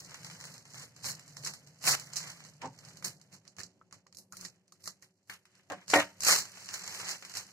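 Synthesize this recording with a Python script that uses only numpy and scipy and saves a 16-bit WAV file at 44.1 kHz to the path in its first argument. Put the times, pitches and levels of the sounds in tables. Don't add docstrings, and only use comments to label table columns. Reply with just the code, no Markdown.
import sys
import numpy as np
from scipy import signal
from scipy.fft import rfft, irfft
from scipy.io import wavfile
from scipy.ndimage import uniform_filter1d

SR = 44100
rng = np.random.default_rng(int(sys.argv[2]) if len(sys.argv) > 2 else 0)


def how_loud(loudness_db):
    steps = np.asarray(loudness_db, float) / 20
    return 10 ** steps


def wrap_up_sound(samples):
    columns = np.atleast_2d(samples).T
    tamed = np.clip(columns, -1, 1)
    steps = np.round(tamed * 32767).astype(np.int16)
    wavfile.write(sys.argv[1], SR, steps)


N = 331632

# (frequency [Hz], density [dB per Hz])
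FILM_SUM = [(150, -42), (250, -26), (476, -11.5), (650, -9), (1240, -3.5), (1980, -3), (2500, -10.5),
            (3050, -10.5), (3250, -25.5), (3750, -23), (4120, -3.5), (6820, -3), (8400, -9.5),
            (15500, -18.5)]
FILM_DIFF = [(150, -52), (250, -16.5), (600, -21), (1010, -16), (1500, -10), (2130, -3.5), (2700, -5),
             (3700, -9), (4150, -6), (6700, -4.5), (8400, -9), (15500, -15.5)]
# (time [s], crackle [dB])
RESTLESS = [(0, -60.5), (.54, -55.5), (.65, -70.5), (.94, -70.5), (1.4, -61), (1.8, -71), (2.1, -60),
            (2.45, -60), (2.6, -73.5), (2.9, -63), (3.3, -77.5), (4.1, -88.5), (5.3, -84), (6.15, -68.5),
            (6.5, -57.5), (7.0, -43), (7.2, -57), (7.52, -61.5)]
# (time [s], crackle [dB], hold [s], body re crackle [dB])
KNEADS = [
    (.775, -51, 0.066, -2.5),
    (2.29, -52, 0.022, 1),
    (2.88, -59.5, 0.002, 2.5),
    (5.58, -71.5, 0.016, 5.5),
    (7.1, -46.5, 0.0089, 2.5),
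]
# (time [s], crackle [dB], hold [s], body re crackle [dB])
SQUEEZES = [(0, -53.5, 0.038, -8), (.97, -62.5, 0.077, -1), (1.055, -36.5, 0.045, -10.5),
            (1.3, -77, 0.0033, -12), (1.38, -58, 0.0046, -53), (1.455, -41, 0.011, -14),
            (2.135, -59.5, 0.026, 4), (2.175, -50, 0.098, 0), (2.47, -58, 0.0044, -18),
            (6.22, -50, 0.016, -5), (6.27, -25.5, 0.072, -3), (6.37, -36, 0.028, -6.5),
            (6.74, -40.5, 0.004, -7), (7.12, -53, 0.0017, 7.5), (7.31, -57, 0.0036, 2),
            (7.37, -38.5, 0.0019, -2)]
# (time [s], crackle [dB], hold [s], body re crackle [dB])
SHOVE = [
    (1.84, -45, 0.015, -2.5),
    (1.875, -23.5, 0.024, -4.5),
    (1.905, -29.5, 0.045, -2.5),
]
# (time [s], crackle [dB], hold [s], body re crackle [dB], air re crackle [dB])
STROKES = [(2.62, -58.5, 0.034, 5.5, -14.5), (2.66, -59, 0.0056, 5, -13.5), (2.97, -61, 0.004, -2, -9),
           (3.055, -39, 0.0053, -6.5, -7), (3.33, -57.5, 0.02, -2.5, -9.5), (3.47, -67.5, 0.0048, 2, -15.5),
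           (3.595, -48, 0.0056, -3.5, -9.5), (3.64, -55, 0.002, -28, -14), (3.94, -60, 0.0036, 0, -11.5),
           (4.08, -79.5, 0.0046, -7.5, -30), (4.15, -79, .01, -13.5, -10), (4.19, -59.5, 0.0039, -10, -3.5),
           (4.33, -61.5, 0.033, -5, -5), (4.39, -54.5, 0.053, -6, -9), (4.45, -47, 0.0032, -7.5, -11),
           (4.73, -77, 0.033, -1, -7.5), (4.842, -56.5, 0.025, -13, -4), (4.8, -71.5, 0.015, -2, -8),
           (4.88, -50, 0.0017, -7, -9.5), (5.03, -62.5, 0.0067, -2.5, -6.5), (5.305, -56, 0.028, 8, -4.5),
           (5.72, -73, 0.11, 12, -9), (5.9, -37.5, 0.016, -8.5, -11.5), (5.945, -32, 0.018, 6, -9),
           (5.99, -40.5, 0.016, 12.5, -10.5)]
# (time [s], peak [dB], body re peak [dB])
NOZZLE_CREASES = [(.0947, -38, -2), (.1095, -43, -2), (.1885, -55, 6), (.2319, -37, -9), (.266, -34, -4),
                  (.2997, -36.5, 4), (.312, -36.5, -14), (.3496, -40, -3), (.4105, -33.5, -7),
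                  (.452, -31, -21), (.468, -44, -20), (.5182, -42, -19), (.5796, -36.5, -17),
                  (.7043, -41, -16.5), (.7437, -38, 3.5), (.819, -41, -18), (1.058, -24, -24),
                  (1.071, -48, -15), (1.095, -48, -5), (1.195, -35, -8), (1.8663, -31, -9),
                  (1.885, -15, -23), (1.913, -20.5, -18), (1.9341, -20, -16), (2.2033, -39, 5),
                  (2.21, -48, -14), (2.3844, -62, -6), (2.4038, -42, 4.5), (2.4497, -38, -4),
                  (.1173, -44, 7), (.1433, -30.5, -0.5), (.2463, -28, -7.5), (.402, -33, -10),
                  (.44, -32, -2.5), (.5402, -33, -21), (.6536, -39.5, -0.5), (.964, -37.5, -14),
                  (1.043, -26.5, -3), (1.2787, -36.5, -26), (1.295, -49, -21), (1.3685, -27.5, -8.5),
                  (1.4364, -32.5, -2), (1.4483, -20, -33), (1.4625, -26.5, -1.5), (1.472, -23, -7),
                  (1.5365, -28.5, -9.5), (1.6728, -38.5, -9), (1.8103, -56, -19), (1.8262, -38, -13),
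                  (1.84, -26.5, 1.5), (1.8527, -21, -30), (1.8752, -13, 3), (1.997, -26.5, -16.5),
                  (2.134, -25, -18), (2.158, -24, -26), (2.163, -24, -29), (2.168, -16.5, -22)]
# (time [s], peak [dB], body re peak [dB])
HANDLE_TICKS = [(2.6175, -32, 1.5), (2.7887, -37.5, -10), (2.85, -37, -20), (2.8858, -40, -26),
                (2.9708, -35.5, -25), (3.025, -37, 4), (3.044, -23, -8), (3.0475, -18.5, -20),
                (3.057, -37, -17), (3.071, -33, -30), (3.078, -50, -19), (3.214, -40.5, -18),
                (3.3189, -53, -13), (3.452, -50.5, 0.5), (3.478, -36, -38), (5.454, -45, 0.5),
                (5.553, -47, -18), (5.813, -51, -26), (5.7003, -33, 5.5), (5.7204, -32, 2.5),
                (5.8805, -29, -9), (5.901, -16.5, -22), (5.913, -24, -5), (5.925, -32, -3),
                (5.999, -18.5, -12), (5.938, -15, 11.5)]
# (time [s], peak [dB], body re peak [dB])
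BLADE_TICKS = [(3.5663, -41.5, -4), (3.5844, -34.5, 2), (3.6024, -34, -9), (3.6338, -28, -40),
               (3.9105, -51, 3), (3.926, -33, -12.5), (4.0676, -45.5, -6), (4.126, -42, -8.5),
               (4.148, -37.5, -32.5), (4.1699, -35, -26), (4.1853, -34.5, -40), (4.3238, -32, -23),
               (4.369, -28, -17.5), (4.411, -28, -35), (4.45, -26, -12.5), (4.6795, -50, -11.5),
               (4.7224, -38, -22), (4.8219, -51, -31), (4.8399, -35.5, -30), (4.857, -30, -32),
               (4.868, -36, -10), (4.8758, -21, -10.5), (5.024, -38, -24), (5.274, -53.5, -21.5),
               (5.281, -56, -21), (5.298, -31.5, 4)]
# (time [s], peak [dB], body re peak [dB])
OPENING_CREASES = [(6.221, -23, -12), (6.2343, -16, -9), (6.2667, -16, -5), (6.2846, -8, -3),
                   (6.291, -12, -1), (6.31, -10, -24), (6.3225, -14.5, -15), (6.328, -23, -13),
                   (6.386, -18.5, -17), (6.4528, -38, 1), (6.5441, -51, -11), (6.5721, -38.5, 4.5),
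                   (6.6045, -57, -1), (6.6359, -52, -21), (7.0609, -34, -17), (7.25, -29.5, -8),
                   (7.4785, -44, -27), (6.2061, -19.5, -23), (6.2492, -12.5, -19), (6.6586, -31.5, -23),
                   (6.6885, -26.5, -3), (6.7405, -22.5, -3.5), (6.877, -25, -6), (6.1925, -52, -15),
                   (7.086, -22, -10), (7.091, -21.5, -9), (6.947, -28, -4), (7.0, -30.5, 3),
                   (7.1112, -21.5, -21), (7.2243, -35, 4.5), (7.2963, -32.5, -10), (7.339, -29.5, -7),
                   (7.3517, -27, -10), (7.3706, -21, -20)]
# (time [s], peak [dB], rattle length [s], first blow [0-2], rattle build-up [s])
KNOCKS = [
    (2.623, -23.5, 0.046, 0.02, 0.017),
    (5.700, -33, 0.035, 0.32, 0.0047),
    (5.9354, -15.5, 0.056, 1, 0.0022),
]
# (time [s], blow [0-2])
BOUNCES = [
    (2.632, 0.49),
    (2.644, 0.41),
    (2.653, 0.46),
    (2.667, 0.2),
    (5.938, 1),
    (5.945, 0.13),
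    (5.959, 0.99),
    (5.97, 0.48),
    (5.977, 0.45),
    (5.999, 0.21),
]
# (frequency [Hz], level [dB], t60 [s])
LIFT_MODES = [(267, -8.5, 0.34), (526, -15, 0.33), (670, -16, 0.082), (778, -1.5, 0.2), (860, -11, 0.093),
              (930, 3, 0.24), (1010, -18, 0.19), (1565, -18, .15), (1710, -22, .06)]
TOUCH_MODES = [(308, 2.5, 0.81), (568, 7.5, 0.31), (721, 13.5, 0.18), (1085, 6, 0.12), (1200, -2, 0.15),
               (1287, -38, 0.17), (1630, 10, 0.14), (1930, -7, 0.13)]
DROP_MODES = [(295, -0.5, 0.6), (531.5, 0, 1), (574, 2, 0.69), (644, 4, 0.36), (724, 3.5, 0.19),
              (782, -4.5, 0.64), (918, 2, 0.48), (1220, -2.5, 0.27), (1423, 2, 0.1), (1866, 5.5, 0.3),
              (2100, 0.5, 0.096), (2180, -10, 0.16), (2240, -23, .1), (2650, -45, 0.026)]
# (time [s], peak [dB], pitch [Hz])
BITES = [(1.466, -34.5, 1880), (3.5867, -41.5, 1780), (3.602, -34, 1800), (3.8129, -42, 1307),
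         (3.925, -38, 1150), (4.065, -49, 1206), (4.3226, -40, 1370), (4.331, -36, 1326),
         (4.4274, -37, 1290), (4.4498, -35, 1910), (4.7213, -48.5, 1270), (4.859, -40, 1870),
         (4.8735, -30.5, 1210), (5.0245, -44.5, 1870), (5.297, -29.5, 1785), (5.298, -34.5, 4510),
         (1.872, -31, 560), (1.9, -28.5, 537), (1.877, -25, 1810)]
# (time [s], level [dB])
RUMBLE = [(0, -56), (.45, -54), (.9, -57), (1.5, -55), (2.3, -58.5), (2.9, -53.5), (3.5, -59), (3.8, -56.5),
          (4.2, -58), (5.2, -64), (6.1, -59.5), (6.6, -63.5), (7.52, -63)]
# (frequency [Hz], density [dB per Hz])
VEHICLE_COLOUR = [(15, -70.5), (25, -47), (54, -28.5), (149, 1.5), (217, -14.5), (297, -17), (330, -22.5),
                  (541, -18.5), (900, -25), (1170, -49), (1980, -120)]
HUM_COLOUR = [(15, -30), (40, -26), (64, -50), (91, 0.5), (156, -6), (184, 6.5), (223, -13), (297, -7.5),
              (330, -21), (372, -2.5), (425, -18.5), (533, -11), (900, -20.5), (1170, -27), (1980, -120)]
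# (frequency [Hz], lean [dB])
LEAN = [(250, 1.5), (550, -5), (1100, 0.5), (1800, -2), (3800, 1), (4100, -4.5), (7500, -6), (9500, 7.5),
        (15000, -2.5)]
# (time [s], share [0-2])
DRIFT = [
    (0, 0.45),
    (1, 0.65),
    (3.8, 1.24),
    (5.6, 0.68),
    (6.3, 0.41),
    (7.52, 0.75),
]
# (time [s], level [dB])
TOLERANCE = [(0, 6), (.08, -5.5), (.2, -3.5), (.3, -4.5), (.47, -1), (.53, -1), (.65, 0.5), (.75, -3.5),
             (.85, 0), (.92, -7), (1.2, -6.5), (1.42, 5), (1.46, -8.5), (1.5, 0), (1.78, -2.5),
             (1.85, -12.5), (1.885, -1.5), (1.93, -3), (1.96, -19), (2.04, 7), (2.11, 7), (2.15, -16),
             (2.19, -11), (2.24, -2), (2.45, -3.5), (2.62, -11), (2.8, -2), (3.0, -7.5), (3.05, -3),
             (3.1, -10), (3.17, 6), (3.22, -7), (3.3, -1), (3.4, -10.5), (4.0, -4), (4.4, -3.5),
             (4.45, -21.5), (4.52, 2), (4.65, -2.5), (4.8, -11), (4.83, -10), (4.85, 10), (4.9, 7.5),
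             (4.95, 5), (5.0, 1.5), (5.03, -13.5), (5.06, 0.5), (5.15, 7.5), (5.2, -6.5), (5.29, -15.5),
             (5.31, 1.5), (5.33, -19), (5.4, -25), (5.43, 6.5), (5.5, -8), (5.7, -22.5), (5.8, 4),
             (5.86, 5), (5.89, -30), (5.945, -24), (5.965, 3), (6.0, 1), (6.03, -18), (6.06, -5.5),
             (6.33, 0), (6.36, -8), (6.4, -1), (7.2, -1), (7.4, -9), (7.52, -5)]

BODY_TOP_HZ, AIR_FOOT_HZ, TOP_HZ = 3800, 8200, 15800
DIFF_DB, KNOCK_DIFF_DB, RUMBLE_DIFF_DB = 0.5, -11, -14
BLADES_S, BLADE_FOOT_HZ = (3.72, 5.6), 900
REST_BODY_DB, REST_BODY_TILT, REST_AIR_DB = -1.5, -0.026, -10
# (rise [dB per s], fall [dB per s])
KNEAD_PACE, SQUEEZE_PACE, SHOVE_PACE, STROKE_PACE = (130, 300), (630, 298), (600, 2200), (1030, 362)
KNEAD_AIR_DB, SQUEEZE_AIR_DB = -10, -10
HARD_DB, HARD_AIR_TILT = -37, 0.17
SETTLE_DB, SETTLE_DB_PER_S, SETTLE_BODY_DB = -20.5, 130, 2.5
CREASE_T60_S, HANDLE_T60_S, BLADE_T60_S, OPENING_T60_S = 0.18, 0.15, 0.12, 0.2
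PING_DB, PING_T60_S, PING_LOW_HZ, PING_SPAN = -10, .009, 4300, 1.8
THUD, THUD_T60_S = .9, .025
KNOCK_TAIL_DB, ROOM_DRIVE_DB = -9, -4.5
PASSED_S, PASSING_S = 3.28, 0.85
GATE_SHARE, GATE_MID_DB, GATE_TOP_DB, GATE_S = 0.41, -50.5, -22, 0.016
THUMP_DB, THUMP_SHARE, THUMP_LAG_S, THUMP_S = -35.5, 0.64, 0.044, 0.036
SPARED_HZ, SPARED_DB_PER_OCTAVE = (2550, 3050), 45


def in_time(rows):
    s, *columns = np.transpose(rows)
    return [np.interp(np.arange(N) / SR, s, c) for c in columns]


def rms_one(x):
    return x / np.sqrt(np.mean(x ** 2) + 1e-20)


def colour(x, points, slope=1, low_hz=1, high_hz=SR):
    size = 4096
    hz = np.arange(size // 2 + 1) * SR / size + 1e-3
    point_hz, point_db = np.transpose(points)
    level_db = slope * np.interp(np.log(hz), np.log(point_hz), point_db)
    level_db = level_db - 10 * np.log10((1 + (low_hz / hz) ** 40) * (1 + (hz / high_hz) ** 40))
    cepstrum = irfft(np.log(how_loud(np.maximum(level_db, -90))))
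    cepstrum[1:size // 2] *= 2
    cepstrum[size // 2 + 1:] = 0
    return signal.oaconvolve(x, irfft(np.exp(rfft(cepstrum))))[:N]


def fade(clicks, t60):
    return signal.lfilter([1], [1, -how_loud(-60 / (t60 * SR))], clicks + 1e-18)


def ring(drive, hz, t60):
    r, w = how_loud(-60 / (t60 * SR)), 2 * np.pi * hz / SR
    return signal.lfilter([0, np.sin(w)], [1, -2 * r * np.cos(w), r * r], drive + 1e-18)


def burst(s, t60, hold):
    t = np.arange(N) / SR - s
    return (t >= 0) * how_loud(-60 * np.clip(t, 0, 2) / t60 - 400 * np.clip(t - hold, 0, 1))


def film():
    crackle_db, body_db, air_db = handling()
    creases = swarm(per_s=300, spread_db=2.6, t60=0.025, wash=0.4)
    grains = creases * how_loud(crackle_db - 3.0)
    fine = (creases + np.roll(creases, N // 3)) / 2 * how_loud(crackle_db - 2.5)
    folds = swarm(per_s=150, spread_db=1.5, t60=0.13, wash=0.26)
    folds = folds * how_loud(crackle_db + body_db - 5.5)

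    bright, dull = np.zeros(N), np.zeros(N)
    t = np.arange(int(.12 * SR)) / SR
    for s, peak_db, body_re_peak_db, t60 in snaps():
        i = round(s * SR)
        shape = 0.6 * how_loud(-60 * t / 0.009) + 0.24 * how_loud(-60 * t / t60)
        bright[i:i + len(t)] += (how_loud(peak_db - 12.5) * shape)[:N - i]
        dull[i:i + len(t)] += (how_loud(peak_db + body_re_peak_db - 11.5) * shape)[:N - i]

    body = np.hypot(folds, dull)
    crackle = np.hypot(grains, bright)
    air = np.hypot(fine, 0.97 * bright) * how_loud(air_db)
    edges = (1, BODY_TOP_HZ), (BODY_TOP_HZ, AIR_FOOT_HZ), (AIR_FOOT_HZ, SR)
    unit, out = np.eye(1, N)[0], np.zeros((2, N))
    for drive, (low, high) in zip((body, crackle, air), edges):
        scale = np.linalg.norm(colour(unit, FILM_SUM, 0.95, low, high))
        out[0] += colour(drive * rng.standard_normal(N), FILM_SUM, 0.72, low, high) / scale
        difference = colour(drive * rng.standard_normal(N), FILM_DIFF, 0.92, low, high)
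        out[1] += difference / scale * how_loud(DIFF_DB)

    tip_s = np.repeat(BLADES_S, 2) + [-.05, 0, 0, .05]
    tip = np.interp(np.arange(N) / SR, tip_s, [0, 1, 1, 0])
    no_lows = signal.butter(2, BLADE_FOOT_HZ, "high", fs=SR, output="sos")
    return out + tip * (signal.sosfilt(no_lows, out) - out)


def swarm(per_s, spread_db, t60, wash):
    sizes = how_loud(2 * spread_db * np.minimum(rng.exponential(1, N), 4.5))
    sizes = sizes * (rng.random(N) < per_s / SR)
    power = fade(sizes, t60 / 2)
    return rms_one(np.sqrt(power / power.mean() + wash))


def cracks():
    small = (rng.random(N) < 120 / SR) * np.minimum(rng.exponential(1, N), 2.5)
    clicks = small * how_loud(handling()[0] + 12) * rng.choice([-1, 1], N)
    events = snaps()
    clicks[np.round(events[:, 0] * SR).astype(int)] += how_loud(events[:, 1] + 2)

    pings, t = np.zeros((2, N + 600)), np.arange(600) / SR
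    for s, peak_db, *_ in events:
        pitch, lean = rng.random(2)
        hz = PING_LOW_HZ * PING_SPAN ** pitch
        ping = how_loud(peak_db + PING_DB - 60 * t / PING_T60_S) * np.sin(2 * np.pi * hz * t)
        i = round(s * SR)
        pings[:, i:i + len(t)] += ping * [[1], [2 * lean - 1]]
    total = colour(clicks, FILM_SUM, 0.7, 980)
    difference = 0.4 * colour(clicks, FILM_DIFF, 0.31, 900)
    return pings[:, :N] + np.array([total, difference])


def snaps():
    kinds = ((NOZZLE_CREASES, CREASE_T60_S), (HANDLE_TICKS, HANDLE_T60_S),
             (BLADE_TICKS, BLADE_T60_S), (OPENING_CREASES, OPENING_T60_S))
    return np.array([(*row, t60) for rows, t60 in kinds for row in rows])


def handling():
    rest_db, = in_time(RESTLESS)
    body_db = REST_BODY_DB + REST_BODY_TILT * (rest_db - GATE_MID_DB)
    power = how_loud(2 * np.array([rest_db, rest_db + body_db, rest_db + REST_AIR_DB]))
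    power = power + moves(KNEADS, KNEAD_PACE, KNEAD_AIR_DB)
    power = power + moves(SQUEEZES, SQUEEZE_PACE, SQUEEZE_AIR_DB)
    power = power + moves(SHOVE, SHOVE_PACE, SQUEEZE_AIR_DB)
    power = power + moves(STROKES, STROKE_PACE)
    crackle, body, air = 10 * np.log10(power)
    return crackle, body - crackle, air - crackle


def moves(rows, pace, air_db=0):
    t, out = np.arange(0, N, 64) / SR, 0
    rise, fall = pace
    for s, level_db, hold, body_db, *own_air in rows:
        early, late = np.maximum(s - t, 0), np.maximum(t - s - hold, 0)
        move = how_loud(2 * (level_db - rise * early - fall * late))
        settle = how_loud(2 * (level_db + SETTLE_DB - rise * early - SETTLE_DB_PER_S * late))
        body = how_loud(2 * body_db) * move + how_loud(2 * SETTLE_BODY_DB) * settle
        air = how_loud(2 * (air_db + sum(own_air) + HARD_AIR_TILT * max(level_db - HARD_DB, 0)))
        out = out + np.array([move + settle, body, air * (move + settle)])
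    return np.array([np.interp(np.arange(N) / SR, t, power) for power in out])


def knocks():
    out = np.zeros((2, N))
    for (s, peak_db, hold, blow, build), modes in zip(KNOCKS, (LIFT_MODES, TOUCH_MODES, DROP_MODES)):
        swell = np.clip((np.arange(N) / SR - s) / build, .3, 1)
        swell = swell * (burst(s, 0.94, hold) + how_loud(ROOM_DRIVE_DB) * burst(s, 1.0, .3))
        gated = burst(s, 5.3, hold) + how_loud(KNOCK_TAIL_DB) * burst(s, 0.65, 0.27)
        for port, port_db in enumerate((0, KNOCK_DIFF_DB)):
            for hz, mode_db, t60 in modes:
                drive = .035 * rng.standard_normal(N) * swell
                drive[round(s * SR)] += blow
                for later_s, again in BOUNCES:
                    drive[round(later_s * SR)] += again * rng.normal(1, .5)
                thud = THUD * min(hz / 650, 1) ** 2 * ring(drive, 1.07 * hz, THUD_T60_S)
                body = ring(drive, hz, 0.5 * t60) + thud
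                out[port] += how_loud(peak_db + mode_db + port_db - 20.5) * body * gated
    return signal.sosfilt(signal.butter(4, 210, "high", fs=SR, output="sos"), out)


def bites():
    out, t = np.zeros((2, N)), np.arange(int(.08 * SR)) / SR
    for s, peak_db, hz in BITES:
        decay = how_loud(-60 * t / 0.019) + 0.65 * how_loud(-60 * t / 0.069)
        puff = rng.standard_normal((2, len(t))) * decay
        i = round(s * SR)
        out[:, i:i + len(t)] += how_loud(peak_db - 28.5) * ring(puff, hz, 0.016) * how_loud([[0], [-5.5]])
    return out


def rumble():
    gone = np.clip((np.arange(N) / SR - PASSED_S) / PASSING_S + .5, 0, 1)
    drone = np.array([rms_one(colour(n, VEHICLE_COLOUR)) for n in rng.standard_normal((2, N))])
    hum = np.array([rms_one(colour(n, HUM_COLOUR)) for n in rng.standard_normal((2, N))])
    return (np.sqrt(1 - gone) * drone + np.sqrt(gone) * hum) * gate() * how_loud([[.3], [RUMBLE_DIFF_DB]])


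def gate():
    t = np.arange(N) / SR
    near_db = uniform_filter1d(np.minimum(handling()[0], GATE_TOP_DB), int(GATE_S * SR))
    power = how_loud(2 * (in_time(RUMBLE)[0] + GATE_SHARE * (near_db - GATE_MID_DB)))
    for s, peak_db, *_ in KNOCKS:
        boom = np.exp(-((t - s - THUMP_LAG_S) / THUMP_S) ** 2)
        power = power + how_loud(2 * (THUMP_DB + THUMP_SHARE * peak_db)) * boom
    return np.sqrt(power)


def scene():
    total, difference = film() + cracks() + knocks() + bites() + rumble()
    level = np.array([total + difference, total - difference])
    hz = np.arange(N // 2 + 1) * SR / N + 1
    lean_hz, lean_db = np.transpose(LEAN)
    lean = how_loud(np.interp(np.log(hz), np.log(lean_hz), lean_db / 2))
    leaning = irfft(rfft(level) * [lean, 1 / lean], N)
    return level + in_time(DRIFT)[0] * (leaning - level)


def thin_out(x, side_db, masked_db, whim_db):
    start, size = 808, 2048
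    window = np.sin(np.pi * (np.arange(size) + .5) / size)
    ports = np.array([x[0] + x[1], x[0] - x[1]])[:, start:] / 2
    hz, s, bins = signal.stft(ports, SR, window, size)
    edges = np.cumsum(np.r_[0, [4] * 10, [8] * 15, [16] * 14, [8] * 46])
    power = np.abs(bins) ** 2
    crackle = power[:, (hz > BODY_TOP_HZ) & (hz < AIR_FOOT_HZ)].mean((0, 1))
    loud_db = 10 * np.log10(crackle + 1e-14)
    below_top_db = loud_db.max() - loud_db

    rival_db = np.array([np.interp(s + start / SR, *np.transpose(TOLERANCE)), side_db + 0 * s])
    rival_db[0] += 0.23 * (loud_db - uniform_filter1d(loud_db, size=21))
    rival_db[0] -= 5 * (np.diff(loud_db, prepend=loud_db[0]) > 9)
    rival_db[0] -= 0.78 * np.maximum(below_top_db - 45.5, 0)
    rival_db[0] += 2.5 + whim_db / 2 * rng.standard_normal(len(s))

    spared_hz = np.where(s < PASSED_S, *SPARED_HZ)
    for low, high in zip(edges, edges[1:]):
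        level = power[:, low:high].mean(1) * how_loud(2 * whim_db * rng.standard_normal((2, len(s))))
        if hz[low] > AIR_FOOT_HZ:
            mask = crackle * how_loud(2 * masked_db - 11 * np.log2(hz[low] / AIR_FOOT_HZ))
            bins[:, low:high] *= (level > mask)[:, None]
        elif hz[high] < BODY_TOP_HZ:
            weak = int(hz[low] < 1800)
            octaves = np.maximum(np.log2(spared_hz / hz[low]), 0)
            margin_db = 2 * rival_db[weak] - SPARED_DB_PER_OCTAVE * (1 - weak) * octaves
            own = np.sqrt(level[weak] * power[weak, low:high].mean(0))
            bins[weak, low:high] *= own > power[1 - weak, low:high].mean(0) * how_loud(margin_db)

    flutter = np.abs(uniform_filter1d(rng.standard_normal(len(s)), size=3))
    ceiling_hz = TOP_HZ - 900 * flutter - 60 * np.maximum(below_top_db - 30, 0)
    bins[:, hz[:, None] > ceiling_hz] = 0
    total, difference = signal.istft(bins, SR, window, size)[1][:, :N - start]
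    return np.c_[x[:, :start], [total + difference, total - difference]]


def low_pass(x):
    return signal.sosfilt(signal.butter(12, 16500, fs=SR, output="sos"), x)


def record(dry):
    thinned = thin_out(dry, side_db=-14, masked_db=-10, whim_db=3.2)
    return low_pass(thinned)


dry = scene()
out = record(dry)
wrap_up_sound(out)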